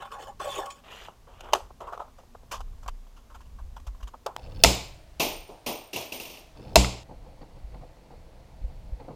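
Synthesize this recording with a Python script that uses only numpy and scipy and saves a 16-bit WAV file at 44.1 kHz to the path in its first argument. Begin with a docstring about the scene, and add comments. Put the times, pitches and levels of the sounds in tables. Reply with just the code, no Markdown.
"""A steel spoke worked at the bench, close to a small microphone, in three scenes joined by hard cuts.
First it slides and taps along a steel rule, which rings while held up, and is marked with a pen.
Then a cutter creaks and snips it twice; the first offcut bounces away over the hard floor of a live
room. Last, a hand-cranked thread roller rumbles along it and knocks. Throughout, the table sways
under the hands, over faint room tone."""
import sys
import numpy as np
from scipy import signal
from scipy.fft import rfft, irfft, next_fast_len
from scipy.io import wavfile
from scipy.ndimage import uniform_filter1d, map_coordinates

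SR = 44100
rng = np.random.default_rng(int(sys.argv[2]) if len(sys.argv) > 2 else 0)


def file_out(sig):
    """Save sig as 16-bit WAV at sys.argv[1]."""
    # one column per channel
    cols = np.atleast_2d(sig).T
    # limit, then scale
    lim = np.clip(cols, -1, 1)
    pcm = np.round(lim * 32767).astype(np.int16)
    wavfile.write(sys.argv[1], SR, pcm)


N = 403515
CUTS_S = (4.366, 7.035)  # rule to cutter, cutter to roller

# dull rumble of a hand tool under load (f/Hz, level/dB)
TOOL_RUMBLE = [(71, -29.5), (120, -1), (183, -9), (289, -9), (383, -15.5), (513, -4.5), (584, -12.5),
               (882, -13), (1360, -29), (1600, -32), (2080, -67.5), (3520, -120)]
# low part of the room's reverberation (f/Hz, level/dB)
ROOM_LOW = [(88, -45.5), (150, -12.5), (249, 0), (487, -7), (703, -6), (792, -12), (901, -6.5), (1600, -33),
            (2080, -57), (3520, -120)]


def spoke_on_rule(laid_down_s=.8, marking_s=(2.45, 4.12)):
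    """Close up, friction rings the held rule; lying on the table it is damped and only scuffs."""
    # strokes (t/s, length/s, body level/dB, drift/dB, treble re body/dB, top re treble/dB)
    slides = [(0.0, 0.09, -36.5, -17, -19, -9), (0.103, 0.22, -40.5, -19, -25.5, -0.5),
              (0.393, 0.19, -39.5, 6, -10, -3.5), (0.618, 0.17, -46, -9.5, -10, -2.5),
              (0.836, 0.059, -54.5, 3.5, -0.5, -17), (0.902, 0.16, -52, 0, 2, -11),
              (1.074, 0.088, -50.5, -17, -19, -7), (1.269, 0.24, -58, 5.5, -10, -19),
              (1.546, 0.14, -34, -30, -11.5, -1.5), (1.803, 0.28, -46, -11, -22, -11),
              (2.512, 0.042, -30, -9, -10, 1), (4.271, 0.07, -33, -24.5, -26, 0.5)]
    # short contacts (t/s, body level/dB, treble re body/dB, length/ms)
    taps = [(0.02, -31, -20, 9.6), (0.046, -41.5, -16.5, 26), (0.114, -38.5, -13.5, 42),
            (0.185, -43, -9.5, 55), (0.218, -38.5, -10.5, 25), (0.268, -39, -16.5, 28),
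            (0.399, -26.5, -30, 21), (0.445, -39, -13, 11), (0.579, -30.5, -19, 42), (0.655, -54.5, 10, 12),
            (0.702, -49, 6, 15.6), (1.084, -39.5, -27, 7.9), (1.406, -41, -4.5, 6.2), (1.431, -43, -20, 42),
            (1.485, -42.5, -20, 10), (1.525, -36, -14, 4), (1.533, -11.5, -7, 6.6), (1.546, -28, -12, 13.5),
            (1.704, -41.5, -34, 8.2), (1.803, -41.5, -14.5, 22), (1.87, -45, -16, 26),
            (1.923, -35, -19, 24), (1.975, -41, -15.5, 6.3), (1.994, -35.5, -25, 25),
            (2.182, -48.5, -14, 26), (2.234, -53, -20, 5.5), (2.348, -41, -28, 7.9),
            (2.433, -47.5, -31, 6.7), (2.605, -38, -12.5, 9.6), (2.679, -59, -19, 6),
            (2.726, -60, -20, 11.3), (2.829, -49.5, -12, 18.6), (2.861, -37, -23, 8.7),
            (2.878, -34.5, -7, 13.7), (3.162, -57.5, -4.5, 32), (3.296, -48, -19, 31),
            (3.343, -43, -14.5, 20), (3.403, -55, -14, 15), (3.584, -50, -18, 23), (3.763, -44, -11.5, 18),
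            (3.799, -52.5, -5, 6), (3.866, -42, -8, 16.5), (3.946, -55.5, -12, 13), (4.003, -48.5, -14, 15),
            (4.027, -47.5, -4, 14.4), (4.072, -44.5, -6.5, 17.4), (4.135, -38, -27, 14.5),
            (4.262, -20.5, -16, 7.5), (4.364, -24, -8, 2.9)]
    # the rule's modes in three bands (f/Hz, width/Hz, level/dB)
    body_modes = [(563, 24, -5.5), (796, 36, 2), (1107, 28, 1), (1434, 28, -9.5), (1710, 110, -21)]
    treble_modes = [(2140, 40, -9.5), (2560, 120, -2.5), (3090, 180, -12), (3490, 31, 1),
                    (4400, 220, -21.5)]
    top_modes = [(5400, 66, -6), (7020, 59, 2), (7980, 110, -7.5), (8470, 140, -7.5), (9600, 130, -9.5),
                 (11500, 44, -10), (13250, 60, -24), (14100, 57, -15), (15400, 200, -18)]
    # steel rubbing steel, in the same bands (f/Hz, level/dB)
    body_grit = [(150, -51), (250, -28), (380, -6.5), (583, -2.5), (961, -3.5), (1300, -5), (2000, -29),
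                 (2860, -39), (4840, -120)]
    treble_grit = [(1120, -15.5), (1900, -4.5), (2170, -8.5), (3050, 1), (4070, -12.5), (4400, -20),
                   (5720, -39), (9680, -120)]
    top_grit = [(2470, -50), (4200, -8), (4910, -3.5), (5620, -8), (5810, -3.5), (7990, -9), (9300, -16.5),
                (10800, -15), (11800, -15.5), (12900, -12.5), (16000, -28)]
    # pen tip and fingers scuffing the rule (f/Hz, level/dB)
    pen = [(240, -39), (400, -20), (1090, -3), (1700, -19), (1920, -68), (2200, -28), (2860, -44),
           (4840, -120)]
    fidgets = chance_contacts(2, 3.5, per_s=5, db=-59, scatter_db=2, treble_db=-10, length_ms=16)
    times, tap_db, tap_treble_db, tap_ms = np.transpose(taps + fidgets)
    strokes = np.array([stroke(s, seconds, db, db + drift) for s, seconds, db, drift, *_ in slides])
    band_gains = amp([(0, treble, treble + top) for *_, treble, top in slides]).T
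    body_slide, treble_slide, top_slide = band_gains @ strokes
    bands = [(body_slide, tap_db, body_modes, body_grit, pen),
             (treble_slide, tap_db + tap_treble_db, treble_modes, treble_grit, treble_grit),
             (top_slide, tap_db + tap_treble_db - 3, top_modes, top_grit, top_grit)]
    t = np.arange(N) / SR
    held = t < laid_down_s
    marking = (t > marking_s[0]) & (t < marking_s[1])
    out = np.zeros(N)
    for slide, db, modes, rub, scuff in bands:
        env = slide + bursts(zip(times, db, tap_ms), rise=.14)
        out += friction(env * held, lambda x: resonate(x, modes) + amp(-9) * colour(x, rub), patchy_db=5)
        out += friction(env * (~held & ~marking), lambda x: colour(x, rub), patchy_db=2.5)
        out += friction(env * marking, lambda x: colour(x, scuff), patchy_db=2.5)
    return out


def spoke_squeal():
    """The sliding spoke sings briefly on one pitch."""
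    # the sung note (t/s, length/s, f/Hz, level/dB)
    squeals = [(.485, .07, 3490, -40)]
    out = np.zeros(N)
    for s, seconds, hz, db in squeals:
        t = np.arange(round(seconds * SR)) / SR
        swell = np.sin(np.pi * t / seconds) ** .6
        add(out, s, amp(db) * swell * np.sin(2 * np.pi * hz * t))
    return out


def cutter_creak(gap_s=.0112, jitter=.12, miss_chance=.12, scatter_db=3, slip_ms=4.2):
    """The loaded pivot sticks and slips almost evenly, missing a few, over a low sound of strain."""
    # hands closing the cutter (start t/s, end t/s, creak start/dB, end/dB, strain start/dB, end/dB)
    squeezes = [(4.37, 4.625, -53.5, -50.5, -50, -49.5), (6.55, 6.738, -58, -52, -52, -45)]
    # the pivot's resonances (f/Hz, width/Hz, level/dB)
    pivot = [(1550, 120, -7.5), (2660, 180, -0.5), (3067, 50, -2.5), (3470, 190, -4), (4470, 110, -0.5),
             (5185, 110, 0)]
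    slips, strain = [], np.zeros(N)
    for start, end, first_db, last_db, *strain_db in squeezes:
        gap, size, luck = rng.random((40, 3)).T
        times = start + gap_s * np.cumsum(1 + 2 * jitter * (2 * gap - 1))
        levels = np.interp(times, [start, end], [first_db, last_db]) + scatter_db * (2 * size - 1)
        sounding = (times < end) & (luck > miss_chance)
        slips += [(s, db, slip_ms) for s, db in zip(times[sounding], levels[sounding])]
        strain += stroke(start, end - start, *strain_db)
    creak = friction(bursts(slips, rise=.079), lambda x: resonate(x, pivot), patchy_db=.5)
    return creak + friction(strain, lambda x: colour(x, TOOL_RUMBLE), patchy_db=3.5)


def cutter_snips():
    """Each snip cracks near the microphone, rings the cutter, thumps the table and fills the room."""
    # jaws break through, handles slam, parts rebound (t/s, crack/dB, knock/dB, clink/dB, table/dB, room/dB)
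    blows = [(4.6368, 1.5, -14, -18, -51, -22), (4.6457, -13.5, -8.5, -3, -13.5, -46),
             (6.7572, -4, -8, -10, -36, -25), (6.7635, -18, -5, -20, -8.5, -31),
             (6.8455, -36, -40, -16, -46, -44), (6.887, -43, -43, -51, -63, -53.5)]
    # the steel breaking, and the room's bright answer (f/Hz, level/dB)
    crack_spectrum = [(240, -35), (400, -8), (1030, 0.5), (1870, -23.5), (2590, 0), (5350, -3), (6540, 0),
                      (8500, -10.5), (14400, -17.5), (16000, -39)]
    room_high = [(760, -39), (1300, -8.5), (1670, -17.5), (2290, -1.5), (3350, -3.5), (3640, -2),
                 (5200, -2), (5660, -7), (7430, -1.5), (8340, -10.5), (14600, -19.5), (15500, -27),
                 (16000, -52.5)]
    # modes of the struck parts (f/Hz, level/dB, t60/s)
    blades = [(2660, -5, .028), (3620, -11, .025), (4330, -12, .022), (5200, -13, .03), (6680, -12, .022)]
    jaws = [(683, 8, 0.023), (902, -1, 0.029), (430, -12.5, .04)]
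    handles = [(1300, -5, .014), (2060, 0, .014), (2700, -8, .02), (3500, -12, .015), (4320, -5, .012),
               (5190, -10, .015)]
    lingering_ring = [(5190, -28, .4)]
    table_top = [(59, 0, .3), (119, -14, .5), (190, -10, .35), (290, -19, .3)]
    t = np.arange(SR // 20) / SR
    crack_env = (1 - np.exp(-t / .00029)) * np.exp(-(t / .0037) ** 4.1)
    out = np.zeros(N)
    for s, crack_db, knock_db, clink_db, table_db, room_db in blows:
        add(out, s, amp(crack_db) * noise(crack_spectrum, len(t)) * crack_env)
        add(out, s, amp(crack_db) * ring(blades, .08, scatter_db=2.5, attack_s=.0004))
        add(out, s, amp(knock_db) * ring(jaws, .1, scatter_db=.2, attack_s=.00056))
        add(out, s, amp(clink_db) * ring(handles, .1, scatter_db=2, attack_s=.00034))
        add(out, s, amp(clink_db) * shimmer(lingering_ring, seconds=.5))
        add(out, s + .003, amp(table_db) * ring(table_top, .7, scatter_db=.5, attack_s=.008))
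        add(out, s, amp(room_db) * room_tail(room_high, .8, rise_s=.0011))
        add(out, s, amp(room_db - 1.5) * room_tail(ROOM_LOW, .8, rise_s=.0035))
    return out


def offcut(at_rest_s=6.4, damping_db_per_s=150):
    """The stub flies off ringing until it lies still; its far bounces are mostly room and a tick."""
    # the snip sets the stub ringing, then it bounces on the floor
    # (t/s, room level/dB, thud re room/dB, ring re room/dB, tick re room/dB)
    blows = [(4.64, -34, -24, 1.5, -20), (5.197, -26, -1.9, -2, 7), (5.489, -61.5, 17, -13.5, 3),
             (5.662, -34, 0, 2, 2), (5.930, -38.5, -1.2, -18.5, 15), (5.958, -38, 0.5, -1, 19.5),
             (6.008, -48, -8, -1.2, 17), (6.120, -40, -2.5, 4, 19.5), (6.197, -43, -3.5, 0, 17.5)]
    # modes of the stub's ring and of its short tick (f/Hz, level/dB, t60/s)
    stub = [(8960, -13.5, 0.68), (14530, -5, 0.49)]
    tick = [(2770, 5, 0.011), (12600, -19.5, .012)]
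    # the room's bright answer to each blow (f/Hz, level/dB)
    room_high = [(760, -39.5), (1300, -16.5), (1590, -21.5), (2520, 0), (4040, -7.5), (5900, -6.5),
                 (8430, -17.5), (10500, -14), (12500, -12.5), (13700, -12), (15000, -23), (15600, -44),
                 (16000, -71.5)]
    # four last bounces, each sooner and weaker
    rattle_times = blows[-1][0] + np.cumsum(.054 * .85 ** np.arange(4))
    rattle = [(s, -48.5 - 2.5 * k, -1.5, -1, 18.5) for k, s in enumerate(rattle_times)]
    out, ringing = np.zeros(N), np.zeros(N)
    for s, room_db, thud_db, ring_db, tick_db in blows + rattle:
        add(out, s, amp(room_db) * room_tail(room_high, .7, rise_s=.0015))
        add(out, s, amp(room_db + thud_db) * room_tail(ROOM_LOW, .7, rise_s=.0025))
        add(ringing, s, amp(room_db + ring_db) * shimmer(stub, seconds=.9))
        add(out, s + .0035, amp(room_db + tick_db) * ring(tick, .05, scatter_db=1.25, attack_s=.001))
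    rested_s = np.maximum(np.arange(N) / SR - at_rest_s, 0)
    return out + ringing * amp(-damping_db_per_s * rested_s)


def thread_roller(rumble_db=-57.5, hiss_db=-73):
    """The dies rumble and hiss along the spoke; slack in the crank knocks now and then."""
    # play in the crank (t/s, body level/dB, treble re body/dB, length/ms)
    knocks = [(7.089, -46, -26.5, 17), (7.111, -44, -24.5, 19), (7.412, -45, -10, 30),
              (7.742, -42.5, -15.5, 17), (7.812, -50.5, -18.5, 28), (7.834, -48.5, -21.5, 12.6),
              (8.106, -47, -22.5, 31), (8.997, -43, -12.5, 28), (9.047, -52.5, -16, 24),
              (9.082, -34, -27, 13.4), (9.102, -42.5, -24.5, 30)]
    # hiss of the rolling dies (f/Hz, level/dB)
    hiss = [(820, -22), (1400, -11), (1750, -1), (1960, 6.5), (2710, 2), (3300, -8.5), (4430, 4),
            (5640, -23), (9000, -50), (11700, -50), (19800, -120)]
    turning = np.arange(N) / SR > CUTS_S[1]
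    faint_knocks = chance_contacts(7.1, 9, per_s=4, db=-59, scatter_db=1.5, treble_db=-14, length_ms=22)
    times, db, treble_db, ms = np.transpose(knocks + faint_knocks)
    low_env = amp(rumble_db) * turning + bursts(zip(times, db, ms), rise=.027)
    high_env = amp(hiss_db) * turning + bursts(zip(times, db + treble_db, .46 * ms), rise=.39)
    rumble = friction(low_env, lambda x: colour(x, TOOL_RUMBLE), patchy_db=1.5)
    return rumble + friction(high_env, lambda x: colour(x, hiss), patchy_db=1.5)


def table_sway(wobble_db=2.5, wobbles_per_s=5):
    """The top sways on its legs under the hands; harder jolts set it swinging."""
    # the table's movement (t/s, sway level/dB, thud level/dB)
    movement = [(0.0, -56, -60), (0.99, -54.5, -62.5), (1.6, -48.5, -61), (2.32, -53.5, -63.5),
                (2.57, -45.5, -57), (2.75, -49, -61), (3.24, -51, -63), (3.82, -43, -65.5),
                (4.36, -56.5, -62), (4.64, -40, -45), (4.99, -50, -59.5), (5.99, -59, -64),
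                (6.55, -54, -60), (6.86, -41.5, -44.5), (7.13, -47.5, -56), (8.44, -53.5, -63),
                (8.77, -43.5, -52.5), (9.15, -54, -65)]
    # its deep sway and its thud (f/Hz, level/dB)
    sway_band = [(12, -16.5), (24, 3.5), (35, -3), (55, -3.5), (80, -11.5), (110, -68)]
    thud_band = [(50, -26), (85, 7), (140, 0), (200, -3), (300, -49.5)]
    # jolts (t/s, level/dB, f/Hz, t60/s, pushed up +1 or down -1)
    jolts = [(2.572, -29.5, 29.5, 1, -1), (2.861, -23, 50.1, 0.12, -1), (2.878, -32, 30, 1, -1),
             (3.872, -18, 47, 0.15, -1), (4.028, -19, 48, .12, 1), (7.39, -33.5, 28.3, 0.15, -1),
             (7.64, -23, 48.07, 0.12, -1), (8.613, -17, 42.15, 0.08, 1), (8.639, -10.5, 52, 0.081, 1),
             (8.882, -22, 46.9, 0.067, -1), (8.921, -13, 48.07, 0.099, 1)]
    t = np.arange(N) / SR
    times, sway_db, thud_db = np.transpose(movement)
    drift_db = wobble_db * map_coordinates(rng.standard_normal(128), [t * wobbles_per_s])
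    out = amp(np.interp(t, times, sway_db) + drift_db) * noise(sway_band, N)
    out += amp(np.interp(t, times, thud_db) + drift_db) * noise(thud_band, N)
    for s, db, hz, t60, direction in jolts:
        add(out, s, direction * amp(db) * ring([(hz, 0, t60)], .6, scatter_db=0, attack_s=.013))
    return out


def room_tail(spectrum, seconds, rise_s):
    """The live room answers one blow: each frequency dies at its own speed."""
    # reverberation time (f/Hz, t60/s)
    room_t60 = [(150, 0.3), (700, 0.52), (2500, 0.52), (6000, .45), (12800, 0.32)]
    hz, t, bins = signal.stft(rng.standard_normal(round(seconds * SR)), SR, nperseg=256)
    db = along(spectrum, hz)[:, None] - 60 * t / along(room_t60, hz)[:, None]
    tail = signal.istft(bins * amp(db), SR, nperseg=256)[1]
    tail *= 1 - np.exp(-np.arange(len(tail)) / SR / rise_s)
    return tail / np.std(tail[:SR // 30])


def room_tone(scene_index):
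    """Faint steady noise behind the bench, at its own level in each scene."""
    # room tone of the first scene and of the later two (f/Hz, level/dB)
    first = [(59, -27), (100, -10), (177, -18), (234, -2), (308, -11), (536, -12), (1150, -14.5),
             (1310, -20.5), (1880, -22.5), (6710, -26), (8660, -30.5), (15000, -32.5), (16000, -41)]
    later = [(120, -45), (200, -14), (240, -19), (299, -4.5), (463, -15.5), (631, -4), (1050, -17),
             (4520, -22.5), (15600, -36)]
    # room tone, scene by scene (level/dB)
    levels = [-62, -59.5, -62]
    return amp(levels)[scene_index] * np.where(scene_index == 0, noise(first, N), noise(later, N))


def friction(env, body, patchy_db, rough_db=2, catches_per_s=400):
    """Rough faces catch and drive a body, at unit gain; the colour drifts as the contact moves."""
    sounding = np.flatnonzero(env > 1e-7)
    start, end = sounding[0], min(sounding[-1] + SR // 10, N)
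    size = end - start
    catches = amp(rough_db * wander(size, catches_per_s))
    bins = signal.stft(rng.standard_normal(size) * catches, nperseg=512)[2]
    patches = uniform_filter1d(rng.standard_normal(bins.shape), size=4, axis=0)
    patches = unit(uniform_filter1d(patches, size=9, axis=1))
    grit = unit(signal.istft(bins * amp(patchy_db * patches), nperseg=512)[1][:size])
    return np.pad(body(env[start:end] * grit) / np.std(body(grit)), (start, N - end))


def stroke(start, seconds, first_db, last_db, attack_s=.004, release_db_per_s=400):
    """Envelope of one push: quick attack, a steady drift in level, then release."""
    env = np.zeros(N)
    t = np.arange(round((seconds + .25) * SR)) / SR
    db = np.interp(t, [0, seconds], [first_db, last_db]) - release_db_per_s * np.maximum(t - seconds, 0)
    add(env, start, amp(db) * (1 - np.exp(-t / attack_s)))
    return env


def bursts(contacts, rise):
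    """Envelope of contacts (t/s, level/dB, length/ms); the rise is a share of the length."""
    env = np.zeros(N)
    ms = np.arange(SR // 8) / SR * 1000
    for s, db, length in contacts:
        add(env, s, amp(db) * (1 - np.exp(-ms / (rise * length))) * np.exp(-(ms / length) ** 1.8))
    return env


def chance_contacts(start, end, per_s, db, scatter_db, treble_db, length_ms):
    """Contacts at random moments (t/s, body level/dB, treble re body/dB, length/ms)."""
    when, size, tone, span = rng.random((64, 4))[:round(per_s * (end - start))].T
    range_db = np.sqrt(12) * scatter_db
    return list(zip(start + (end - start) * when, db + range_db * (size - .5),
                    treble_db + range_db * (tone - .5), length_ms * (.5 + span)))


def ring(modes, seconds, scatter_db, attack_s):
    """A struck part: damped sines, their strengths scattered anew at each blow."""
    t = np.arange(round(seconds * SR)) / SR
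    tones = sum(amp(db + scatter_db * rng.standard_normal() - 60 * t / t60) * np.sin(2 * np.pi * hz * t)
                for hz, db, t60 in modes)
    return tones * (1 - np.exp(-t / attack_s))


def shimmer(modes, seconds):
    """A ring heard through the room flutters: each mode is unsteady in strength and phase."""
    t = np.arange(round(seconds * SR)) / SR
    out = 0
    for hz, db, t60 in modes:
        in_phase = (.3 + wander(len(t), hz / 70)) * np.sin(2 * np.pi * hz * t)
        quadrature = wander(len(t), hz / 70) * np.cos(2 * np.pi * hz * t)
        out += amp(db - 60 * t / t60) * (in_phase + quadrature)
    return out * (1 - np.exp(-t / .006))


def resonate(x, modes):
    """x through resonances (f/Hz, width/Hz, level/dB) of alternating sign."""
    return filtered(x, lambda f: sum((-1) ** k * amp(db) * 1j * f * width / (hz**2 - f**2 + 1j * f * width)
                                     for k, (hz, width, db) in enumerate(modes)))


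def wander(size, per_s):
    """A smooth curve through per_s random values a second."""
    return map_coordinates(rng.standard_normal(int(size * per_s / SR) + 4), [np.arange(size) * per_s / SR])


def noise(spectrum, size):
    return unit(colour(rng.standard_normal(size), spectrum))


def colour(x, spectrum):
    return filtered(x, lambda hz: amp(along(spectrum, hz)))


def filtered(x, response):
    """x through a complex response of frequency."""
    size = next_fast_len(len(x) + 8192)
    return irfft(rfft(x, size) * response(np.fft.rfftfreq(size, 1 / SR)), size)[:len(x)]


def along(points, hz):
    """Interpolate (f/Hz, value) points on a log frequency axis."""
    f, values = np.transpose(points)
    return np.interp(np.log(hz + 1), np.log(f + 1), values)


def amp(db):
    return 10 ** (np.asarray(db) / 20)


def unit(x):
    return x / np.sqrt(np.mean(x ** 2) + 1e-20)


def add(track, s, x):
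    i = round(s * SR)
    track[i:i + len(x)] += x[:N - i]


def scene():
    """Rule, cutter and roller in turn at one microphone, each stopping dead as the next begins."""
    scene_index = np.searchsorted(CUTS_S, np.arange(N) / SR)
    out = room_tone(scene_index) + table_sway()
    out += (scene_index == 0) * (spoke_on_rule() + spoke_squeal())
    out += (scene_index == 1) * (cutter_creak() + cutter_snips() + offcut())
    out += thread_roller()
    return out[None]


def record(dry, ceiling=.8, top_hz=16000):
    """This close, the loudest cracks clip softly; nothing is kept above the band limit."""
    clipped = dry[0] / (1 + np.abs(dry[0] / ceiling) ** 6) ** (1 / 6)
    return filtered(clipped, lambda hz: hz < top_hz)[None]


dry = scene()
out = record(dry)
file_out(out)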